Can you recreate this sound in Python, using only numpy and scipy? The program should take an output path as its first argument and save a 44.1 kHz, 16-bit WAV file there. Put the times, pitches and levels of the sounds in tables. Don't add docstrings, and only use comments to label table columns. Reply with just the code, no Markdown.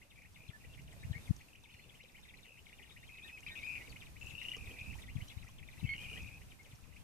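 import sys
import numpy as np
from scipy import signal
from scipy.fft import rfft, irfft, next_fast_len
from scipy.io import wavfile
from scipy.ndimage import uniform_filter1d

SR = 44100
rng = np.random.default_rng(int(sys.argv[2]) if len(sys.argv) > 2 else 0)


def inscribe(sig):
    pcm = np.round(np.clip(np.atleast_2d(sig).T, -1, 1) * 32767)
    wavfile.write(sys.argv[1], SR, pcm.astype(np.int16))


N = 310023
T = np.arange(N) / SR

# time_s, level_db
CHATTER_LEVEL = [(0, -63), (1.2, -59.5), (2.1, -62.5), (3.6, -56.5), (4.8, -55.5), (5.5, -59), (7, -63.5)]
# time_s, level_db
HISS_LEVEL = [(0.08, -78), (1.3, -71), (1.5, -77), (2.97, -75.5), (3.77, -70), (4.12, -73), (4.33, -69.5),
              (5.02, -71), (5.05, -74.5), (5.25, -71.5), (5.63, -75), (6.13, -69), (6.43, -74),
              (6.95, -75.5)]


def undb(db):
    return 10 ** (np.asarray(db) / 20)


def curve(rows, column=1):
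    rows = np.array(rows)
    return np.interp(T, rows[:, 0], rows[:, column])


def unit(x):
    return x / np.sqrt(np.mean(x ** 2))


def wander(size, rate):
    hold = max(int(SR / rate), 2)
    steps = np.repeat(rng.standard_normal(size // hold + 3), hold)
    return 1.284 * uniform_filter1d(uniform_filter1d(steps, hold), hold)[hold:hold + size]


def noise(colour):
    hz, db = np.transpose(colour)
    size = next_fast_len(N)
    bins_hz = np.maximum(np.fft.rfftfreq(size, 1 / SR), 1)
    gain = undb(np.interp(np.log(bins_hz), np.log(hz), db))
    white = rng.standard_normal((2, size))
    return unit(irfft(rfft(white) * gain, size)[:, :N])


def add(out, start, sound, pan_db=0):
    i = max(int(start * SR), 0)
    sound = sound[:max(N - i, 0)]
    sides = undb(np.array([[pan_db], [-pan_db]]) / 2)
    out[:, i:i + len(sound)] += unit(sides) * sound


def scattered(start, end, count):
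    return start + (end - start) * (np.arange(count) + rng.random(count)) / count


def tone(hz, overtone_db=-29):
    phase = 2 * np.pi * np.cumsum(hz) / SR + rng.uniform(0, 2 * np.pi)
    return np.sqrt(2) * (np.sin(phase) + undb(overtone_db) * np.sin(2 * phase))


def chorus(level_db=-77, flicker_db=4):
    band = noise([(1300, -37), (1900, -14.5), (2450, 7.0), (2800, 3.5), (3300, -54), (4600, -28)])
    return band * undb(level_db + flicker_db * wander(N, 35))


def hiss_and_lapping(hiss_db=11, lap_db=3, flicker_db=3):
    # pitch_hz, level_db
    hiss_colour = [(250, 6), (450, -3.5), (800, 0), (1400, -5), (2500, -3.5), (4200, -8), (6200, -7.5),
                   (7500, -8.5), (9000, -8), (11000, -10.5), (14500, -11.5)]
    lap = noise([(120, 7.5), (300, -0.5), (480, 1.0), (900, -15.5), (1600, -30), (4000, -71)])[0]
    lap *= undb(lap_db + flicker_db * wander(N, 27))
    hiss = undb(hiss_db) * noise(hiss_colour)
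    return (hiss + lap) * undb(curve(HISS_LEVEL) + 0.91 * wander(N, 20))


def breeze(rumble_db=4, gust_db=4, width=3.7, steepen=0.24, count=20, swirl_hz=105):
    # time_s, level_db
    wind_level = [(0.0, -70.5), (0.49, -67), (1.15, -55.5), (1.41, -64.5), (1.55, -70), (2.41, -70),
                  (3.84, -60.5), (4.17, -62.5), (4.54, -57), (5.01, -57.5), (5.58, -62.5), (6.01, -56),
                  (6.42, -63), (7.03, -63)]
    # pitch_hz, level_db
    rumble_colour = [(15, -1), (30, -5.5), (60, 3.5), (120, -0.5), (190, -9), (280, -15.5), (450, -46.5),
                     (900, -72)]
    # time_s, pitch_hz, level_db, pan_db
    thumps = [(.496, 108, -37, 24), (1.054, 96, -35, -27), (1.1, 126, -37.5, 27), (1.113, 106, -28, 33),
              (1.163, 114, -38.5, 24), (1.299, 105, -29.5, 25), (1.31, 125, -18.5, 42),
              (5.157, 133, -36, 30), (5.165, 118, -29, 41), (5.186, 115, -36, 28), (5.227, 93, -35.5, -23),
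              (5.374, 86.3, -34.5, 32), (5.832, 144, -31.5, 31), (5.843, 138, -31, 33),
              (5.851, 108.5, -26, 22)]
    gusts = np.array([wander(N, 18), wander(N, 16)])
    strength = curve(wind_level)
    out = noise(rumble_colour) * undb(strength + rumble_db + gust_db * gusts)
    swirls = list(thumps)
    for when, pitch, size, side in rng.random((count, 4)):
        db = strength[int(when * N)] + 9 + 7 * size
        swirls.append((when * T[-1], swirl_hz * 2 ** (pitch - .5), db, 18 * (2 * side - 1)))
    t = T[:SR // 20] - T[SR // 40]
    for time, hz, db, pan_db in swirls:
        phase = 2 * np.pi * hz * t
        push = -np.sin(phase + steepen * np.sin(phase)) * np.exp(-(phase / width) ** 2)
        add(out, time + t[0], push * undb(db), pan_db)
    return out


def faint_tones(whine_hz=10656, whine_db=-92):
    # time_s, pitch_hz, level_db
    hum_course = [(.3, 642, -97), (.42, 643, -78), (.7, 643, -83), (1.15, 649, -73.5), (1.35, 640, -102),
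                  (1.45, 650, -100)]
    hum = tone(curve(hum_course) * (1 + 0.028 * wander(N, 45)))
    hum *= undb(curve(hum_course, column=2) + 2 * wander(N, 17))
    whine = np.sqrt(2) * undb(whine_db) * np.sin(2 * np.pi * whine_hz * T)
    return hum + whine


def reflections(call):
    longest = SR // 150
    out = np.pad(call, (0, longest))
    for lag, gain in zip(rng.integers(longest // 12, longest, 4), rng.uniform(-.5, .5, 4)):
        out += gain * np.pad(call, (lag, longest - lag))
    return out


def chirps(times, shape, gain_db, waver_db, pan_db):
    time, pitch, level = np.transpose(shape)
    out, loudness = np.zeros((2, N)), curve(CHATTER_LEVEL)
    for middle, (pace, tune, push) in zip(times, rng.standard_normal((len(times), 3))):
        stretch = np.exp(.2 * pace)
        t = np.arange(time[0], time[-1], 1 / (stretch * SR))
        hz = np.interp(t, time, pitch) * (1 + .035 * tune + .028 * wander(len(t), 400))
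        base_db = np.interp(middle, T, loudness) + gain_db + 0.1 * push
        db = base_db + np.interp(t, time, level) + waver_db * wander(len(t), 333)
        add(out, middle + stretch * time[0], reflections(tone(hz) * undb(db)), pan_db)
    return out


def chatter(fall_waver_db=3.8, rise_waver_db=2.2):
    fall_times = [.115, .358, .496, .744, .88, .92, 1.13, 1.27, 1.649, 1.739, 1.901, 2.043, 2.093, 2.246,
                  2.299, 2.383, 2.442, 2.664, 2.691, 2.789, 2.836, 2.904, 3.084, 3.148, 3.288, 3.487, 3.625,
                  3.874, 3.923, 4.018, 4.066, 4.309, 4.409, 4.441, 4.53, 4.667, 4.797, 5.031, 5.167, 5.298,
                  5.314, 5.426, 5.59, 5.684, 5.726, 5.806, 6.186, 6.282, 6.518, 6.655, 6.72]
    rise_times = [.024, .256, .648, .794, 1.038, 1.413, 1.554, 1.797, 1.948, 2.006, 2.156, 2.185, 2.344,
                  2.578, 2.729, 2.824, 2.972, 3.039, 3.188, 3.38, 3.432, 3.813, 3.964, 4.167, 4.549, 4.706,
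                  4.935, 4.992, 5.094, 5.215, 5.48, 5.632, 5.78, 6.034, 6.419, 6.968]
    # from_middle_s, pitch_hz, relative_db
    fall_shape = [(-.015, 4100, -22), (-.011, 3850, -5), (-.007, 3550, -3), (0, 2830, -2),
                  (.006, 2280, 1.5), (.011, 1950, -4), (.016, 1700, -22)]
    # from_middle_s, pitch_hz, relative_db
    rise_shape = [(-.012, 1860, -24), (-.007, 1930, -1), (-.003, 2130, 3), (0, 2430, 2), (.003, 2750, -2),
                  (.007, 2900, -3), (.012, 3050, -14), (.03, 3400, -26)]
    falls = chirps(fall_times, fall_shape, gain_db=-0.5, waver_db=fall_waver_db, pan_db=7.5)
    rises = chirps(rise_times, rise_shape, gain_db=0, waver_db=rise_waver_db, pan_db=4)
    far_times = scattered(0, T[-1], count=14)
    far_falls = chirps(far_times, fall_shape, gain_db=-6.5, waver_db=fall_waver_db, pan_db=6)
    far_times = scattered(0, T[-1], count=12)
    far_rises = chirps(far_times, rise_shape, gain_db=-4, waver_db=rise_waver_db, pan_db=-5)
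    return falls + rises + far_falls + far_rises


def shore_echo(calls, gain_db=-7, fade_s=0.11):
    t = T[:SR // 2]
    tail = rng.standard_normal((2, len(t))) * undb(-60 * t / fade_s) * (t > .006)
    tail /= np.sqrt(np.sum(tail ** 2, axis=1, keepdims=True))
    return undb(gain_db) * signal.fftconvolve(calls[None], tail, axes=1)[:, :N]


def bubble(hz, fade_s, glide):
    t = T[:SR // 16]
    phase = 2 * np.pi * np.cumsum(hz * (1 + glide * t / t[-1])) / SR
    return np.sin(phase) * np.exp(-t / fade_s)


def splashes(tick_fade_s=0.002, tick_gain_db=-3.5, plop_gain_db=-2, count=80):
    # start_s, relative_db, pitch_hz
    ticks = [(0.9293, -52, 8000), (1.3637, -44.5, 6200), (2.0364, -51.5, 5800), (3.4052, -47.5, 6560),
             (4.2627, -47, 6840), (4.566, -39.5, 6100), (5.2824, -46, 6100), (5.4855, -51, 6400),
             (6.6318, -47.5, 6240), (6.757, -52, 5750)]
    # start_s, pitch_hz, relative_db
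    plops = [(.935, 685, -58), (.965, 560, -53), (2.039, 500, -54), (4.568, 440, -46.5), (4.567, 1165, -52),
             (4.709, 436, -49), (4.955, 883, -51), (5.49, 1050, -54)]
    out, t, hiss_db = np.zeros((2, N)), T[:SR // 16], curve(HISS_LEVEL)
    droplets = [(when * T[-1], hiss_db[int(when * N)] + 14 + 6 * size, 5500 + 1300 * pitch)
                for when, size, pitch in rng.random((count, 3))]
    envelope = (1 - np.exp(-t / 0.00059)) * np.exp(-t / tick_fade_s)
    for start, db, hz in list(ticks) + droplets:
        band = signal.butter(2, [hz * 0.876, hz * 1.084], "band", fs=SR, output="sos")
        burst = unit(signal.sosfilt(band, rng.standard_normal(len(t))))
        add(out, start, burst * envelope * undb(db + tick_gain_db))
    for start, hz, db in plops:
        add(out, start, bubble(hz, fade_s=0.0055, glide=0.11) * undb(db + plop_gain_db))
    return out


def gurgles(count=70, low_hz=380, high_hz=1400, scatter_db=14, cycles=6):
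    out, hiss_db = np.zeros((2, N)), curve(HISS_LEVEL)
    for when, pitch, size, side in rng.random((count, 4)):
        hz = low_hz * (high_hz / low_hz) ** pitch
        ring = bubble(hz, fade_s=cycles / hz, glide=0.17)
        db = hiss_db[int(when * N)] + scatter_db * size
        add(out, when * T[-1], ring * undb(db), pan_db=10 * (side - .5))
    return out


def buzzes(swing_hz=85, drift_hz=35, jitter=0.275, roughness=0.53, edge_s=0.00073):
    # start_s, length_s, pitch_hz, level_db, flutter_hz, flutter_depth, pan_db
    notes = [(.158, 0.089, 2354, -64.5, 59, 0.8, 5), (0.373, 0.12, 2450, -65, 53, 0.86, 5),
             (0.69, 0.063, 2730, -65.5, 98, 0.55, 6), (1.485, 0.58, 2664, -70, 41, 1, 3),
             (2.439, 0.16, 2653, -62.5, 74, 0.88, 5), (3.092, 0.23, 2517, -58, 95.5, 0.5, 2),
             (3.484, 0.025, 2326, -49.5, 132, 0.75, 3), (3.5, .052, 1855, -57.5, 240, 0.7, 7),
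             (3.554, .037, 2540, -46.5, 270, 0.77, 10), (3.587, 0.047, 2270, -55.5, 121, 0.38, 1),
             (3.667, 0.088, 2438, -44, 152, 0.64, 10), (3.755, 0.028, 2393, -45, 196, 1.1, 4),
             (3.791, 0.072, 2250, -59.5, 170, .55, -5), (4.212, .021, 2630, -49, 224, 0.7, 8),
             (4.2, 0.12, 6870, -70, 55, .9, 14), (4.245, 0.24, 2680, -55, 130, 0.75, 14),
             (4.565, 0.26, 2484, -56.5, 51, 0.68, 1), (4.787, 0.14, 2523, -52.5, 62, 0.68, 2),
             (5.836, 0.028, 2670, -52.5, 240, 0.54, 5), (5.856, 0.056, 2196, -51.5, 110, 0.5, 0),
             (5.943, 0.018, 2275, -54, 185, 1, 5), (5.98, 0.24, 2405, -53.5, 135, .67, 1.5),
             (6.202, 0.18, 2478, -56.5, 65, 0.66, 1.5)]
    out = np.zeros((2, N))
    for start, length, pitch, db, rate, depth, pan_db in notes:
        size = max(int(length * SR), 300)
        depth = np.clip(depth, 0, 1)
        beat = 2 * np.pi * np.cumsum(rate * (1 + jitter * wander(size, rate))) / SR
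        breakup = depth * min(70 / rate, 1)
        hz = pitch + drift_hz * wander(size, 24.9)
        hz += swing_hz * (depth * np.sin(beat) + 2 * breakup * wander(size, 600))
        flow = unit((1 + depth * np.cos(beat)) * np.exp(roughness * breakup * wander(size, 330)))
        edges = signal.windows.tukey(size, edge_s * SR / size)
        add(out, start, tone(hz) * flow * edges * undb(db), pan_db)
    return out


def twitters(count=18, top_hz=3650, spread_hz=450, scoop_hz=450, length_s=0.047, gain_db=-11):
    out, loudness = np.zeros((2, N)), curve(CHATTER_LEVEL)
    starts = scattered(0, T[-1], count)
    for start, (tune, stretch, side) in zip(starts, rng.uniform(-1, 1, (count, 3))):
        size = int(length_s * (1 + stretch / 2) * SR)
        from_top = np.linspace(-1, .5, size)
        hz = top_hz + spread_hz * tune - scoop_hz * from_top ** 2
        note = tone(hz) * signal.windows.tukey(size, .5)
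        db = np.interp(start, T, loudness) + gain_db
        add(out, start, reflections(note) * undb(db), pan_db=6 * side)
    return out


def whistles(sag_hz=70, waver_hz=18, waver_db=2.3, edge_s=0.00099):
    # start_s, length_s, pitch_hz, scoop_hz, level_db, pan_db
    notes = [(.532, 0.034, 1785, 40, -58.5, -3), (1.131, 0.028, 1913, 140, -55, -4),
             (1.149, 0.033, 2280, 184, -51, 21), (2.905, 0.023, 3840, 500, -62.5, 14),
             (2.979, 0.085, 2770, 30, -68, 3), (3.227, 0.028, 3870, 606, -54.5, 9),
             (3.247, .02, 1840, 40, -59.5, 12), (3.325, 0.051, 2563, -3, -53.5, 1),
             (5.277, .035, 3470, 603, -60, 6), (3.464, .008, 2510, 200, -44.5, 5),
             (3.47, .012, 2585, 3, -48, 11), (3.508, 0.022, 3880, 503, -54, -1),
             (3.555, 0.042, 3740, 602, -60.5, 21), (3.63, 0.036, 2545, 265, -45, 9),
             (5.891, 0.048, 2222, 62, -40, -1), (1.39, .08, 4345, 0, -77, -5),
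             (1.72, 0.12, 4280, -3, -76, -5), (3.894, 0.013, 4490, -3, -59, 12),
             (6.164, 0.015, 2026, 293, -53.5, 11), (6.59, 0.024, 2190, 94, -61, 5)]
    out = np.zeros((2, N))
    for start, length, pitch, scoop, db, pan_db in notes:
        size = max(int(length * SR), 300)
        progress = np.linspace(0, 1, size)
        hz = pitch - scoop * (1 - progress) ** 2 - sag_hz * progress ** 4
        note = tone(hz + waver_hz * wander(size, 200), overtone_db=-24)
        edges = signal.windows.tukey(size, edge_s * SR / size)
        add(out, start, note * edges * undb(db - waver_db * wander(size, 250)), pan_db)
    return out


def pips(rows, pan_db, bend_hz=170, width_s=.002):
    out = np.zeros((2, N))
    t = np.arange(-3 * width_s, 3 * width_s, 1 / SR)
    opening = np.exp(-(t / width_s) ** 2)
    for time, pitch, db in rows:
        hz = pitch + bend_hz * (opening - 1)
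        add(out, time + t[0], tone(hz) * opening * undb(db), pan_db)
    return out


def rattle(first_hz=2726, climb_hz_per_s=680, gap_s=.0075, step_hz=45, fade_db=4, gain_db=-2):
    # start_s, length_s, relative_db
    bursts = [(4.271, .019, -41), (4.31, .004, -42.5), (4.353, .004, -39.5), (4.382, .019, -38.5),
              (4.417, .011, -39.5), (4.453, .011, -36), (4.486, .011, -33), (4.518, .011, -34),
              (4.548, .011, -36.5)]
    rows = []
    for start, length, db in bursts:
        pitch = first_hz + climb_hz_per_s * (start - bursts[0][0])
        for k, lag in enumerate(np.arange(0, length, gap_s)):
            rows.append((start + lag, pitch + k * step_hz, db + gain_db - k * fade_db))
    return pips(rows, pan_db=9)


def stutter(count=26, pitch_hz=3020, spread_hz=160, first_db=-52.5, swell_db_per_s=15, scatter_db=3.5):
    tune, push = rng.standard_normal((count, 2)).T
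    times = scattered(start=5.86, end=6.19, count=count)
    db = first_db + swell_db_per_s * (times - times[0]) + scatter_db * push
    return pips(zip(times, pitch_hz + spread_hz * tune, db), pan_db=6)


def scene(left_lag_s=.00039):
    left, right = chatter() + twitters() + whistles() + buzzes() + rattle() + stutter()
    near_birds = np.array([np.interp(T - left_lag_s, T, left), right])
    birds = near_birds + shore_echo((left + right) / 2) + chorus()
    return birds + hiss_and_lapping() + splashes() + gurgles() + breeze() + faint_tones()


def record(dry, top_hz=14550):
    return signal.sosfilt(signal.ellip(10, .2, 70, top_hz, fs=SR, output="sos"), dry)


dry = scene()
out = record(dry)
inscribe(out)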